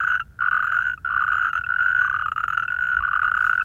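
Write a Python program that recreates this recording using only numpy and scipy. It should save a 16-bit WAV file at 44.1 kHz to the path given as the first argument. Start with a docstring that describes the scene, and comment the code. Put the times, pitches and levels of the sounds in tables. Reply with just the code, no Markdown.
"""Toads calling at night

Three toads call over one another in shallow water, close to the microphone.
Each squeeze of a toad's flanks gives a burst of short ringing pips, most of which slow down; the pitch
climbs over each call, and brief squeals sound between and after the bursts.
More toads trill far off, leaves rustle near the end, and a low rumble with soft bumps lies under it all."""
import sys
import numpy as np
from scipy import signal
from scipy.fft import rfft, irfft
from scipy.io import wavfile
from scipy.ndimage import uniform_filter1d

SR = 44100
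rng = np.random.default_rng(int(sys.argv[2]) if len(sys.argv) > 2 else 0)


def waveform_to_disk(signal):
    """Save audio, clipped to [-1, 1], as 16-bit WAV at the path in sys.argv[1]."""
    frames = np.transpose(np.atleast_2d(signal))
    scaled = np.clip(frames, -1, 1) * 32767
    samples = np.round(scaled).astype(np.int16)
    wavfile.write(sys.argv[1], SR, samples)


N = 160524


def amp(db):
    """Turns decibels into gain."""
    return 10 ** (np.asarray(db) / 20)


def unit(x):
    """Scales a signal to an rms level of 1."""
    return x / np.sqrt(np.mean(x ** 2) + 1e-20)


def add(mix, start_s, sound):
    """Mixes a sound in at a start time."""
    part = mix[max(0, round(start_s * SR)):][:len(sound)]
    part += sound[:len(part)]


def colour(x, points):
    """Filters x through (pitch_hz, level_db) points without pre-ringing; white noise keeps its power."""
    point_hz, point_db = np.transpose(points)
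    log_hz = np.log(abs(np.fft.fftfreq(2 * N, 1 / SR)) + 1)
    gain = unit(amp(np.interp(log_hz, np.log(point_hz), point_db)))
    # this phase makes the filter respond only after its input (minimum phase)
    response = np.exp(np.conj(signal.hilbert(np.log(gain))))[:N + 1]
    return irfft(rfft(x, 2 * N) * response)[:N]


def rumble():
    """Steady noise, strongest in the bass, with low bumps that swell and fade smoothly."""
    # colour of the night background: pitch_hz, relative level_db
    floor_colour = [(22, -20), (60, -0.5), (120, -4.5), (330, -26.5), (1000, -38), (4500, -48.5)]
    # bumps on the microphone: centre_s, width_s, level_db
    bump_times = [(2.995, 0.033, -37), (3.291, 0.043, -41)]
    # colour of a bump: pitch_hz, relative level_db
    bump_colour = [(15, -20), (50, 10.5), (75, 5), (130, -36.5), (400, -68)]
    floor_db = -48.5
    t = np.arange(N) / SR
    bump_level = sum(amp(db) * np.exp(-((t - centre_s) / width_s) ** 2)
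                     for centre_s, width_s, db in bump_times)
    floor = amp(floor_db) * colour(rng.standard_normal(N), floor_colour)
    return floor + bump_level * colour(rng.standard_normal(N), bump_colour)


def far_chorus():
    """Pips of distant toads at random times blur into a faint trill."""
    pitch_hz, width_hz, level_db, pips_per_s = 1460, 290, -62.5, 630
    t = np.arange(0, .05, 1 / SR)
    pip = t * np.exp(-np.pi * width_hz * t) * np.sin(2 * np.pi * pitch_hz * t)
    starts = 1. * (rng.random(N) < pips_per_s / SR)
    return amp(level_db) * unit(signal.oaconvolve(starts, pip)[:N])


def toad(calls, bursts, start_hz, climb_hz, crest, strain_db, rise_s, body_s, ring, chirp_hz,
         second_db, click_db, rasp_db, whistle_db):
    """Bursts of pips climb through each call; a pip opens with a click, drops onto its pitch and rings out.

    calls: start_s, length_s, level_db at the loudest point (each call holds one or more bursts).
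    bursts: start_s, number of pips, first_gap_s, growth of the gap per pip in s.
    Voice: start_hz and climb_hz set the pitch; crest is the loudest point of a call (0-1);
    strain_db is added to the octave by the call's end; rise_s and body_s shape a pip; ring is the
    share that rings on; chirp_hz is the extra pitch at a pip's start; second_db is the octave as a
    call starts; click_db and rasp_db set the pip's noises; whistle_db sets the whistles at the call's end.
    """
    # colour of the click and rasp that start a pip: pitch_hz, relative level_db
    rasp_colour = [(450, -16), (700, 0), (820, -5.5), (1000, 4.5), (1850, 4.5), (2250, -6.5), (2860, 7),
                   (3150, -4.5), (3500, -25), (4000, -14.5), (4700, -32), (9000, -40), (12400, -25),
                   (15000, -41.5)]
    # thin whistles that grow through a call: pitch_hz at the call's start, relative level_db
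    whistle_tones = [(7350, 5.5), (9250, -14.5), (11100, -12), (13200, -2), (14200, -4)]
    pip_spread_db, pitch_spread = 1.7, 0.0087  # random differences; pitch as a share
    rasp_s, ring_s, chirp_s, whistle_s, overtone_s = 0.0068, 0.0058, 0.0011, 0.0079, 0.0042  # fade times
    third_db = -26.5  # third harmonic, relative to the octave
    climb_shape, swell_db = 0.58, 12  # pitch climbs fastest early; the level arches over a call
    whistle_sag, whistle_shape = .175, 2.1  # the whistles sink by this share, mostly late in a call
    throat_low_hz = 1074  # the small throat radiates little below this

    t = np.arange(0, .05, 1 / SR)
    attack = np.sin(np.pi / 2 * np.minimum(t / rise_s, 1)) ** 1.4
    envelope = attack * ((1 - ring) * np.exp(-(t / body_s) ** 5.8) + ring * np.exp(-t / ring_s))
    opening = attack * np.exp(-t / overtone_s)
    voice, noises = np.zeros(N), np.zeros(N)
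    for burst_s, count, gap, growth in bursts:
        # a burst belongs to the call whose middle is nearest
        call_s, length, db = min(calls, key=lambda call: abs(call[0] + call[1] / 2 - burst_s))
        draws = rng.standard_normal((int(round(count)), 4))
        for k, (loud, detune, waver, phase) in enumerate(draws):
            pip_s = burst_s + k * gap + growth * k * (k - 1) / 2
            progress = np.clip((pip_s - call_s) / length, 0, 1)
            gain = amp(db - swell_db * (progress - crest) ** 2 + pip_spread_db * loud)

            pitch = (start_hz + climb_hz * progress ** climb_shape) * (1 + pitch_spread * detune)
            falling_pitch = pitch + chirp_hz * np.exp(-t / chirp_s)
            angle = 2 * np.pi * (phase + np.cumsum(falling_pitch) / SR)
            octave_gain = amp(second_db + strain_db * progress ** 4)
            overtones = octave_gain * opening * (np.sin(2 * angle) + amp(third_db) * np.sin(3 * angle))

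            sag = 1 - whistle_sag * progress ** whistle_shape + 0.012 * waver
            tones = sum(amp(level) * np.sin(2 * np.pi * hz * sag * t) for hz, level in whistle_tones)
            whistle_gain = amp(whistle_db + 2 * waver) * progress
            whistles = whistle_gain * attack * np.exp(-t / whistle_s) * tones

            click = amp(click_db) * (t == 0)
            rasp = amp(rasp_db) * np.exp(-t / rasp_s) * rng.standard_normal(len(t))
            add(voice, pip_s, gain * (envelope * np.sin(angle) + overtones + whistles))
            add(noises, pip_s, gain * (click + rasp))
    throat = signal.butter(4, throat_low_hz, "highpass", fs=SR, output="sos")
    return signal.sosfilt(throat, voice) + colour(noises, rasp_colour)


def soft_toad():
    """The quietest toad, whose pitch climbs only a little."""
    # start_s, length_s, level_db
    soft_calls = [(-.4, 0.57, -17), (.52, 0.48, -15), (1.39, .69, -15.5), (2.38, 0.67, -14.5)]
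    # start_s, number of pips, first_gap_s, gap_growth_s per pip
    soft_bursts = [(0.0021, 5, 0.0145, 0.0011), (0.0857, 5, 0.0188, -0.0003), (0.5422, 10, 0.0144, 0.0012),
                   (0.7398, 7, 0.0147, 0.0008), (0.8523, 6, 0.0134, 0.0014), (1.4067, 6, 0.014, 0.0019),
                   (1.5634, 5, 0.0227, 0.0016), (1.7835, 8, 0.013, 0.0019), (1.9478, 8, 0.0144, 0.0006),
                   (2.394, 4, 0.0172, 0.0025), (2.5235, 7, 0.0228, 0.0013), (2.702, 5, 0.0184, 0.0019),
                   (2.8072, 6, 0.0144, 0.0007), (2.8993, 4, 0.022, 0.0005)]
    # voice settings by name, explained in toad()
    soft_voice = dict(start_hz=1393.7, climb_hz=79, crest=0.84, strain_db=3.5, rise_s=0.0028, body_s=0.0094, ring=.22, chirp_hz=109, second_db=-33.5, click_db=-4.5, rasp_db=-26, whistle_db=-45)
    return toad(soft_calls, soft_bursts, **soft_voice)


def clear_toad():
    """A loud toad whose pips ring on the least."""
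    # start_s, length_s, level_db
    clear_calls = [(-.3, 0.26, -10.5), (.39, 0.34, -10.5), (1.03, 0.48, -12), (1.67, 0.43, -9.5),
                   (2.9, 1, -11)]
    # start_s, number of pips, first_gap_s, gap_growth_s per pip
    clear_bursts = [(0.003, 3, 0.022, -0.001), (0.0712, 8, 0.0126, 0.0017), (0.4051, 5, 0.0158, 0.0023),
                    (0.511, 5, 0.0175, 0.0034), (0.6292, 4, 0.0232, 0), (0.7301, 5, 0.0166, 0.0023),
                    (0.824, 3, 0.027, -0.013), (1.0462, 7, 0.0123, 0.0016), (1.1606, 6, 0.0139, 0.0034),
                    (1.2857, 6, 0.0156, 0.003), (1.4128, 4, 0.019, 0.0025), (1.6881, 5, 0.0137, 0.0029),
                    (1.7894, 6, 0.015, 0.0016), (1.9013, 4, 0.0248, -0.004), (1.9883, 4, 0.0258, -0.004),
                    (2.075, 3, 0.021, 0.009), (2.147, 4, 0.019, 0.002), (2.9139, 5, 0.0155, 0.0019),
                    (3.0345, 5, 0.0145, 0.0029), (3.1364, 6, 0.0155, 0.0029), (3.2625, 6, 0.0139, 0.0034),
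                    (3.3884, 5, 0.016, 0.003), (3.4942, 4, 0.0162, 0.003), (3.576, 3, 0.02, 0.001)]
    # voice settings by name, explained in toad()
    clear_voice = dict(start_hz=1402.7, climb_hz=83.5, crest=.45, strain_db=4.5, rise_s=0.0042, body_s=0.0071, ring=0.11, chirp_hz=223, second_db=-34.5, click_db=-14.5, rasp_db=-28.5, whistle_db=-51)
    return toad(clear_calls, clear_bursts, **clear_voice)


def low_toad():
    """A lower toad whose pitch and octave rise strongly through each call."""
    # start_s, length_s, level_db
    low_calls = [(-.33, .54, -12), (.4, 0.51, -11), (1.08, 0.52, -10), (2, .66, -10), (2.99, 0.69, -9.5)]
    # start_s, number of pips, first_gap_s, gap_growth_s per pip
    low_bursts = [(0.0087, 3, 0.027, 0.012), (0.1013, 4, 0.0178, 0.0155), (0.4179, 4, 0.0152, 0.003),
                  (0.5121, 5, 0.0138, 0.004), (0.6247, 3, 0.017, 0.01), (0.7206, 4, 0.0222, 0.0005),
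                  (1.0989, 4, 0.017, 0.0045), (1.2059, 4, 0.0152, 0.009), (1.3171, 4, 0.0136, 0.0075),
                  (1.4242, 4, 0.022, -0.001), (1.5307, 3, 0.022, 0.001), (2.0168, 4, 0.0296, 0.002),
                  (2.1407, 3, 0.021, 0.011), (2.2207, 2, 0.038, 0), (2.2827, 3, 0.0345, 0.009),
                  (2.3787, 3, 0.025, 0.009), (2.4797, 3, 0.022, 0.007), (2.5747, 3, 0.022, 0.013),
                  (3.0051, 5, 0.0185, 0.0056), (3.1317, 3, 0.028, 0.005), (3.2301, 4, 0.0206, 0.0075),
                  (3.3487, 3, 0.024, 0.012), (3.4416, 4, 0.0236, 0.0055)]
    # voice settings by name, explained in toad()
    low_voice = dict(start_hz=1125, climb_hz=218, crest=0.66, strain_db=20.5, rise_s=0.0028, body_s=0.0055, ring=0.52, chirp_hz=454, second_db=-32.5, click_db=-8, rasp_db=-27.5, whistle_db=-44.5)
    return toad(low_calls, low_bursts, **low_voice)


def squeals():
    """Short tones with an octave on top; their pitch wavers, and they rise faster than they fade."""
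    # squeals between and after bursts: start_s, length_s, pitch_hz, level_db, octave_level_db
    squeal_times = [(0.209, 0.022, 1379, -26, -37), (0.39, 0.0097, 1450, -22.5, -65),
                    (0.976, 0.011, 1284, -31.5, -46), (1.5, 0.024, 1406, -23, -41),
                    (1.639, 0.02, 1334, -26.5, -30), (2.231, 0.042, 1448, -24, -40.5),
                    (2.678, 0.018, 1330, -31, -28.5), (3.608, 0.019, 1304, -19, -29)]
    out = np.zeros(N)
    for start_s, length_s, pitch_hz, db, octave_db in squeal_times:
        progress = np.linspace(0, 1, round(length_s * SR))
        waver = unit(uniform_filter1d(rng.standard_normal(len(progress)), size=60))
        angle = 2 * np.pi * np.cumsum(pitch_hz * (1 + 0.013 * waver)) / SR
        tone = amp(db) * np.sin(angle) + amp(octave_db) * np.sin(2 * angle)
        add(out, start_s, np.sin(np.pi * progress ** .5) ** 2 * tone)
    return out


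def bank(x):
    """Short scattered echoes from the water, plants and bank, made with fading noise."""
    fade_60_db_s = 0.045
    t = np.arange(0, .3, 1 / SR)
    tail = rng.standard_normal(len(t)) * (t > .003) * amp(-60 * t / fade_60_db_s)
    return signal.oaconvolve(x, tail / np.linalg.norm(tail))[:N]


def leaves():
    """Leaves rustle: coloured noise with a quickly flickering, grainy level."""
    # loudness of the rustle before the flicker: time_s, level_db
    rustle_level = [(3.29, -85), (3.40, -62), (3.48, -59), (3.53, -65), (3.64, -62.5)]
    # colour of the leaves: pitch_hz, relative level_db
    leaf_colour = [(350, -15.5), (3500, 0.5), (13000, -6)]
    t = np.arange(N) / SR
    flicker_db = 3 * unit(uniform_filter1d(rng.standard_normal(N), size=80))
    level = amp(np.interp(t, *np.transpose(rustle_level)) + flicker_db)
    return level * colour(rng.standard_normal(N), leaf_colour)


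def scene():
    """The three toads with their echoes, over the night background."""
    echo_db = -11.5
    toads = soft_toad() + clear_toad() + low_toad() + squeals()
    background = rumble() + far_chorus() + leaves()
    return (toads + amp(echo_db) * bank(toads) + background)[None]


def record(dry):
    """The recorder's band limit: a steep filter takes away the highest treble."""
    edge_hz = 15850
    low_pass = signal.firwin(511, edge_hz, window=("kaiser", 9), fs=SR)
    return signal.oaconvolve(dry, low_pass[None], "same")


dry = scene()
out = record(dry)
waveform_to_disk(out)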